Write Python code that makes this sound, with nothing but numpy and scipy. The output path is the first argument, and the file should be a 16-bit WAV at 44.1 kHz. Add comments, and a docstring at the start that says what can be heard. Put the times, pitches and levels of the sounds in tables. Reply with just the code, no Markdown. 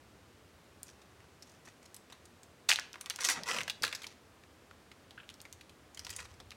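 """Hands unwrap a small foil-covered block over a kitchen counter, close to the microphone.
The foil ticks as it is gripped, then rips open and peels off with a falling hollow rustle.
A fingertip squeaks on it in short rubs, and the sheet is folded back.
Throughout, creases buckle with snaps that shake the sheet, small buckles crackle and dull thuds jolt the block.
Tiled walls answer with a short tail, over steady room noise and a low rumble that swells quickly near the end."""
import sys
import numpy as np
from scipy import signal
from scipy.fft import rfft, irfft, next_fast_len
from scipy.io import wavfile
from scipy.ndimage import map_coordinates

SR = 44100
rng = np.random.default_rng(int(sys.argv[2]) if len(sys.argv) > 2 else 0)


def wav_record(signal):
    """Record a signal, one row per channel, as 16-bit PCM in the file named by sys.argv[1]."""
    frames = np.transpose(np.atleast_2d(signal))
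    bounded = np.clip(frames, -1, 1)
    # unit amplitude maps onto the largest positive 16-bit level
    quanta = np.round(bounded * 32767).astype(np.int16)
    wavfile.write(sys.argv[1], SR, quanta)


N = 289296


def amp(db):
    """Decibels to gain."""
    return 10 ** (np.asarray(db) / 20)


def unit(x):
    """Scale to rms 1."""
    return x / np.sqrt(np.mean(x ** 2) + 1e-20)


def along(points, hz):
    """Read a curve of (Hz, value) points on a log frequency axis."""
    f, v = np.transpose(points)
    return np.interp(np.log(hz + 1), np.log(f + 1), v)


def filtered(x, response):
    """Filter x with a response given as a function of frequency in Hz."""
    size = next_fast_len(2 * len(x))
    hz = np.fft.rfftfreq(size, 1 / SR)
    return irfft(rfft(x, size) * response(hz), size)[:len(x)]


def coloured(x, spectrum):
    """Shape x with the given spectrum in dB and scale it to rms 1."""
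    return unit(filtered(x, lambda hz: amp(along(spectrum, hz))))


def resonance(hz, centre_hz, q):
    """Causal response of one damped mode, with gain 1 at its centre."""
    damping = 1j * hz * centre_hz / q
    return damping / (centre_hz ** 2 - hz ** 2 + damping)


def envelope(start_s, length_s, attack_s, release_db_per_s):
    """Rise linearly, hold until the length is over, then die away at a steady rate in dB."""
    t = np.arange(N) / SR - start_s
    rise = np.clip(t / attack_s, 0, 1)
    return rise * amp(-release_db_per_s * np.maximum(t - length_s, 0))


def snaps(snap_q=1.43, ring_q=0.41, ring_t60=0.038, ring_pitch=0.75, treble_hz=13000,
          stutter_db=1.0, stutter_per_s=700):
    """Each crease flips in one sharp pulse, then bending waves scatter through the sheet in uneven spurts."""
    # The clearest creases buckling. Each row: start in seconds, level of the pulse in dB with its energy
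    # counted over one millisecond, pitch in Hz, ring of the sheet against the pulse in dB.
    creases = [(0.8316, -34.5, 8850, -9), (0.888, -56, 1700, 6.5), (1.017, -59, 3670, 7.5),
               (1.4237, -49, 5440, 7.5), (1.6746, -47, 1780, -3), (1.9445, -42, 7800, -0.5),
               (1.9647, -44.5, 8100, 0.5), (2.124, -49, 3570, 7.5), (2.255, -52.5, 6930, 3.5),
               (2.4327, -48.5, 7100, -1), (2.6897, -20.5, 4000, 6), (2.693, -21, 3250, -2),
               (2.7026, -19, 1860, -5), (2.7066, -19.5, 4700, -14), (2.7132, -20, 2570, -33),
               (2.7165, -13.5, 2450, -18), (2.725, -25, 2070, 4.5), (2.7352, -24.5, 4500, -14),
               (2.7591, -23, 3930, -17), (2.7882, -25.5, 1480, -19), (2.793, -34.5, 1580, -2),
               (2.7973, -31, 5300, -16), (2.931, -40.5, 5300, -9), (2.9416, -41, 1780, -0.5),
               (2.9573, -37.5, 1170, -9), (3.011, -36, 6340, 1), (3.0599, -36.5, 3600, -2.5),
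               (3.0995, -26.5, 6070, -6), (3.1048, -30.5, 3000, 2), (3.1609, -33.5, 5600, -10),
               (3.1877, -39.5, 1700, 6.5), (3.2083, -32.5, 5940, -6), (3.2358, -31, 5840, -5),
               (3.2497, -20.5, 5540, -7.5), (3.2875, -26.5, 1990, 3.5), (3.2886, -21.5, 5800, -7),
               (3.2996, -28.5, 7140, 5), (3.321, -40, 5270, -9), (3.4349, -33, 5140, -9.5),
               (3.514, -26, 2670, -9), (3.5645, -33, 2530, 2), (3.586, -25.5, 2180, -5),
               (3.6067, -28, 2230, -2), (3.614, -30, 2480, -4), (3.6335, -37, 5270, -7),
               (3.679, -33.5, 2660, 4), (3.698, -28, 3980, 3.5), (3.8228, -32.5, 5560, -2),
               (3.8343, -24, 4300, 3), (3.8393, -23.5, 1760, 0.5), (3.8495, -24.5, 4370, -2),
               (3.866, -40, 2700, 8), (3.8786, -34, 3970, 0.5), (3.916, -48, 3600, 0),
               (3.9272, -31.5, 2770, 2.5), (3.9497, -35.5, 4900, 6.5), (3.9627, -41, 4060, -14),
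               (4.019, -44, 3300, 5), (4.0327, -46, 4300, 5.5), (4.0425, -40, 3160, 5.5),
               (4.0684, -37.5, 5430, -1), (4.437, -51.5, 2490, -5), (4.7114, -43.5, 1400, -11),
               (4.9154, -51, 2050, 6.5), (5.1084, -45.5, 3330, -3), (5.2913, -39, 3540, -17),
               (5.2995, -46.5, 2980, 4), (5.3412, -48.5, 5500, -3), (5.4037, -45.5, 4340, -7),
               (5.4158, -43, 9000, -5), (5.4527, -42, 1980, 0), (5.527, -40, 6460, -4),
               (5.6103, -49, 4160, 4.5), (5.695, -53.5, 4560, 4.5), (5.947, -45.5, 7060, -0.5),
               (5.973, -50.5, 3320, 13), (5.9937, -35, 5300, -2.5), (6.0484, -40, 5450, 2.5),
               (6.0676, -36.5, 2350, -2), (6.094, -41, 4500, 2), (6.1035, -40, 7500, 7),
               (6.164, -33, 9300, -1), (6.1909, -37.5, 2070, -1), (6.204, -44.5, 4370, 3),
               (6.254, -52, 2100, 8.5), (6.4013, -49, 3500, 4.5), (6.507, -41.5, 4640, -10),
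               (6.517, -48.5, 2440, 7.5)]
    out = np.zeros(N + SR)
    t = np.arange(SR // 16) / SR
    millisecond = SR / 1000  # in samples
    fade = amp(-60 * t / ring_t60) * (1 - np.exp(-t / 0.00042))
    impulse = 1.0 * (t == 0)
    for start_s, db, pitch_hz, sheet_db in creases:
        patch = facet(pitch_hz)
        pulse = filtered(radiated(impulse, pitch_hz, snap_q), patch)
        wander = map_coordinates(rng.standard_normal(len(t)), [t * stutter_per_s], order=1)
        scatter = rng.standard_normal(len(t)) * fade * amp(stutter_db * wander)
        ring = filtered(radiated(scatter, pitch_hz * ring_pitch, ring_q), patch)
        snap = unit(pulse) + amp(sheet_db) * unit(ring)
        first = round(start_s * SR)
        out[first:first + len(t)] += amp(db) * snap * np.sqrt(millisecond / len(t))
    soft_treble = lambda hz: 1 / np.sqrt(1 + (hz / treble_hz) ** 6)
    return filtered(out[:N], soft_treble)


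def radiated(x, pitch_hz, q, low_hz=750, reach=2.16, crack=0.013):
    """A foil facet rings around its pitch, with little bass; a thin crack reaches into the high treble."""
    body = lambda hz: resonance(hz, pitch_hz, q) / (1 + 1j * hz / (reach * pitch_hz))
    # small, high-pitched facets crack more sharply
    edge = lambda hz: crack * pitch_hz / 4000 * 1j * hz / (pitch_hz + 1j * hz)
    bass_cut = lambda hz: 1j * hz / (low_hz + 1j * hz)
    return filtered(x, lambda hz: (body(hz) - edge(hz)) * bass_cut(hz))


def facet(pitch_hz, mode_q=7, mode_gain=1.13, spread=0.56, bend=0.13):
    """A new patch of foil: one mode on its pitch, three scattered ones, and bending waves, treble first."""
    modes_hz = pitch_hz * np.exp(spread * rng.uniform(-1, 1, size=3))
    signs = rng.choice([-1, 1], size=3)
    path = bend * rng.uniform(0.54, 1)  # a longer path spreads the treble and the lows further apart
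    scattered = lambda hz: sum(sign * resonance(hz, centre, mode_q) for sign, centre in zip(signs, modes_hz))
    modes = lambda hz: 1 + mode_gain * (resonance(hz, pitch_hz, mode_q) + scattered(hz))
    return lambda hz: modes(hz) * np.exp(-1j * path * np.sqrt(hz))


def crackle(split_hz=3500, ring_t60=0.027, ring_db=2.5, busy_db=-38, busy_rate=1300, calm_rate=110):
    """Small buckles ring in the sheet; more strain gives more of them, and taut foil sounds brighter."""
    # The stretched sheet sings at a few resonances. Each row: centre in Hz, level in dB.
    sheet_modes = [(1950, 8.5), (2540, 4), (5790, -4)]
    sheet_q = 29
    # Overall colour of the crackling foil. Each row: frequency in Hz, relative level in dB per Hz.
    foil_spectrum = [(150, -23), (300, -20), (480, -1), (650, -7.5), (950, 3), (1900, -2.5), (2800, -5),
                     (4000, -6.5), (5900, -5), (10000, -15.5), (16000, -33)]
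    db, bright_db = strain()
    rate = calm_rate + busy_rate * amp(db - busy_db) ** .7  # buckles per second
    buckles = grains(rate, spread_db=6.0)
    modes = lambda hz: 1 + sum(amp(level) * resonance(hz, centre, sheet_q) for centre, level in sheet_modes)
    ringing = buckles + amp(ring_db) * flexing(buckles, ring_t60)
    sheet = coloured(filtered(ringing, modes), foil_spectrum)
    body = filtered(sheet, lambda hz: 1 / (1 + (hz / split_hz) ** 4))
    treble = sheet - body
    # brightness tilts the sound: half of it lifts the treble, half lowers the body
    return amp(db) * (body * amp(-bright_db / 2) + treble * amp(bright_db / 2))


def strain():
    """Crackle level and brightness in dB: strokes add in power, and the strongest weighs most on the colour."""
    # Finger strokes that strain the foil: finding a grip, the rip, picking at the flap, peeling,
    # the block coming free, folding back.
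    # Each row: start in seconds, length in seconds, level in dB before the tilt, brightness in dB.
    strokes = [(0.858, 0.044, -70.5, 30), (0.88, 0.37, -75, -6), (1.447, 0.085, -70, 24.5),
               (1.646, 0.024, -59, 11.5), (1.824, 0.015, -64.5, 17.5), (2.091, 0.022, -60, -3),
               (2.684, 0.019, -38, 23), (2.947, 0.32, -62, -9), (3.196, 0.037, -40, 5.5),
               (3.24, 0.018, -33.5, 15), (3.28, 0.033, -32.5, 7.5), (3.335, 0.041, -45.5, -18),
               (3.453, 0.11, -38, 1), (3.827, 0.016, -40.5, 0), (3.876, 0.23, -59, 2),
               (5.903, 0.44, -64.5, 2), (6.066, 0.086, -52.5, 9.5), (6.181, 0.02, -50, 3)]
    attack_share = 0.31  # long strokes swell slowly: the rise takes this share of the length
    release_db_per_s = 286
    power = np.array([(amp(db) * envelope(start_s, length_s, attack_share * length_s, release_db_per_s)) ** 2
                      for start_s, length_s, db, _ in strokes])
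    total = power.sum(axis=0) + 1e-12
    brightness = np.array(strokes)[:, -1]
    return 10 * np.log10(total), brightness @ power / total


def grains(rate, spread_db):
    """Tiny buckles at random moments, of very uneven size; rate is per second, one value per sample."""
    size = amp(spread_db * np.clip(rng.standard_normal(N), -2, 2))
    happens = rng.random(N) < rate / SR
    sign = rng.choice([-1, 1], N)
    return unit(happens * sign * size / np.sqrt(rate))  # busier stretches get smaller buckles


def flexing(x, ring_t60, hold=.02, patch_hz=2400):
    """The sheet's ring; every hold seconds another patch takes it up, with resonances of its own."""
    step = round(hold * SR)
    t = np.arange(SR // 20) / SR
    out = np.zeros(N + SR)
    fade = amp(-60 * t / ring_t60)
    for start in range(0, N, step):
        patch = unit(filtered(rng.standard_normal(len(t)) * fade, facet(patch_hz, mode_gain=0.3)))
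        ring = signal.fftconvolve(x[start:start + step], patch)
        out[start:start + len(ring)] += ring
    return unit(out[:N])


def peel(width_hz=55, upper_ratio=2.9, upper_db=0):
    """The freed sheet drums as it comes unstuck; its two low modes fall as it grows and slackens."""
    gain, pitch_hz = slackening()
    phase = 2 * np.pi * np.cumsum(pitch_hz) / SR

    def shake(width):
        """Slow noise that blurs a mode over its width in Hz."""
        return unit(filtered(rng.standard_normal(N), lambda hz: 1 / (1 + (hz / width) ** 2)))

    def mode(ratio):
        """A noisy band gliding at a fixed ratio to the sheet's pitch."""
        width = width_hz * ratio
        return shake(width) * np.cos(ratio * phase) + shake(width) * np.sin(ratio * phase)

    return gain * unit(mode(0.94) + amp(upper_db) * mode(upper_ratio))


def slackening():
    """Gain and pitch of the freed sheet: each peel starts taut and sags until the pull ends."""
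    # The sheet coming unstuck from the block. Each row: start in seconds, length in seconds, level in dB,
    # reference pitch at the start in Hz (the modes sound at ratios to it).
    pulls = [(3.245, 0.06, -52.5, 460), (3.366, 0.06, -51.5, 270), (3.508, 0.09, -50.5, 300),
             (3.814, 0.03, -51.5, 160)]
    attack_s, release_db_per_s, sag_octaves_per_s = 0.0027, 252, 8.3
    t = np.arange(N) / SR
    gain, pitch_hz = np.zeros(N), np.zeros(N)
    for start_s, length_s, db, start_hz in pulls:
        gain += amp(db) * envelope(start_s, length_s, attack_s, release_db_per_s)
        sagging_hz = start_hz * 2 ** (-sag_octaves_per_s * np.clip(t - start_s, 0, length_s))
        pitch_hz = np.where(t < start_s, pitch_hz, sagging_hz)
    return gain, pitch_hz


def thuds():
    """A soft fingertip stops the block: a short low shudder of noise with no ring."""
    # The fingers jolt the block. 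Each row: start in seconds, level in dB.
    jolts = [(1.6716, -50), (2.122, -53), (2.704, -52), (3.836, -48), (6.4002, -49)]
    corner_hz, t60_s, attack_s = 960, 0.074, 0.0019
    dull = lambda hz: hz / (hz + 100) / (1 + (hz / corner_hz) ** 2)
    shudder = unit(filtered(rng.standard_normal(N), dull))
    return shudder * sum(amp(db) * envelope(start_s, 0, attack_s, 60 / t60_s) for start_s, db in jolts)


def rubs():
    """Rough friction drives the same few modes; each slip has its own brightness, which tilts their balance."""
    # A fingertip slips on the foil in short squeaks.
    # Each row: start in seconds, level in dB, brightness in dB per octave.
    slips = [(5.176, -46.5, -7), (5.185, -55, 3), (5.199, -49.5, 6), (5.231, -53, 3)]
    # Modes that the friction drives. Each row: centre in Hz, level in dB before the brightness.
    slip_modes = [(1550, 4), (2713, -3), (3050, -9)]
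    q, attack_s, length_s, release_db_per_s = 4.9, 0.0017, 0.0036, 1200
    out = np.zeros(N)
    for start_s, db, bright_db in slips:
        tilted = lambda centre, level: amp(level + bright_db * np.log2(centre / 1000))
        modes = lambda hz: sum(tilted(centre, level) * abs(resonance(hz, centre, q)) ** 2
                               for centre, level in slip_modes)
        scrape = unit(filtered(rng.standard_normal(N), modes))
        out += amp(db) * scrape * envelope(start_s, length_s, attack_s, release_db_per_s)
    return out


def kitchen(x, delay=.004):
    """Tiles and bowls return a short diffuse tail: noise whose treble dies sooner than its lows."""
    # Decay of the room. Each row: frequency in Hz, time to fall by 60 dB in seconds.
    decay = [(200, 0.95), (1200, 0.45), (6000, 0.35), (15000, 0.16)]
    hz, t, z = signal.stft(rng.standard_normal(SR // 2), SR, nperseg=256)
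    fade = amp(-60 * t / along(decay, hz)[:, None])
    tail = signal.istft(z * fade, SR, nperseg=256)[1]
    delayed = np.pad(x, (round(delay * SR), 0))
    return signal.fftconvolve(delayed, tail / np.linalg.norm(tail))[:N]


def background(air_db=-61.5):
    """Steady room noise over a low rumble that swells quickly near the end, both made of coloured noise."""
    # Colour of the room noise. Each row: frequency in Hz, relative level in dB per Hz.
    air_spectrum = [(59, -37), (100, -7.5), (350, -8), (471, -10), (891, -15), (1200, -15), (8280, -29),
                    (16000, -38.5)]
    # Colour of the rumble. Each row: frequency in Hz, relative level in dB per Hz.
    rumble_spectrum = [(25, -31), (50, -7), (82, 4.5), (110, -2), (200, -45), (600, -82)]
    # Course of the low rumble, which swells with the handling near the end.
    # Each row: time in seconds, level in dB.
    rumble_course = [(0, -64.5), (1.7, -71.5), (5.9, -68), (6.1, -58), (6.56, -63.5)]
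    air = amp(air_db) * coloured(rng.standard_normal(N), air_spectrum)
    times, levels = np.transpose(rumble_course)
    rumble_db = np.interp(np.arange(N) / SR, times, levels)
    return air + amp(rumble_db) * coloured(rng.standard_normal(N), rumble_spectrum)


def scene(room_db=-13.5):
    """The wrapper close by, the kitchen around it."""
    room_noise = background()
    foil = snaps() + crackle() + peel() + thuds() + rubs()
    return (foil + amp(room_db) * kitchen(foil) + room_noise)[None]


def record(dry, top_hz=16300):
    """The recorder keeps nothing above its band limit."""
    return np.array([filtered(channel, lambda hz: hz < top_hz) for channel in dry])


dry = scene()
out = record(dry)
wav_record(out)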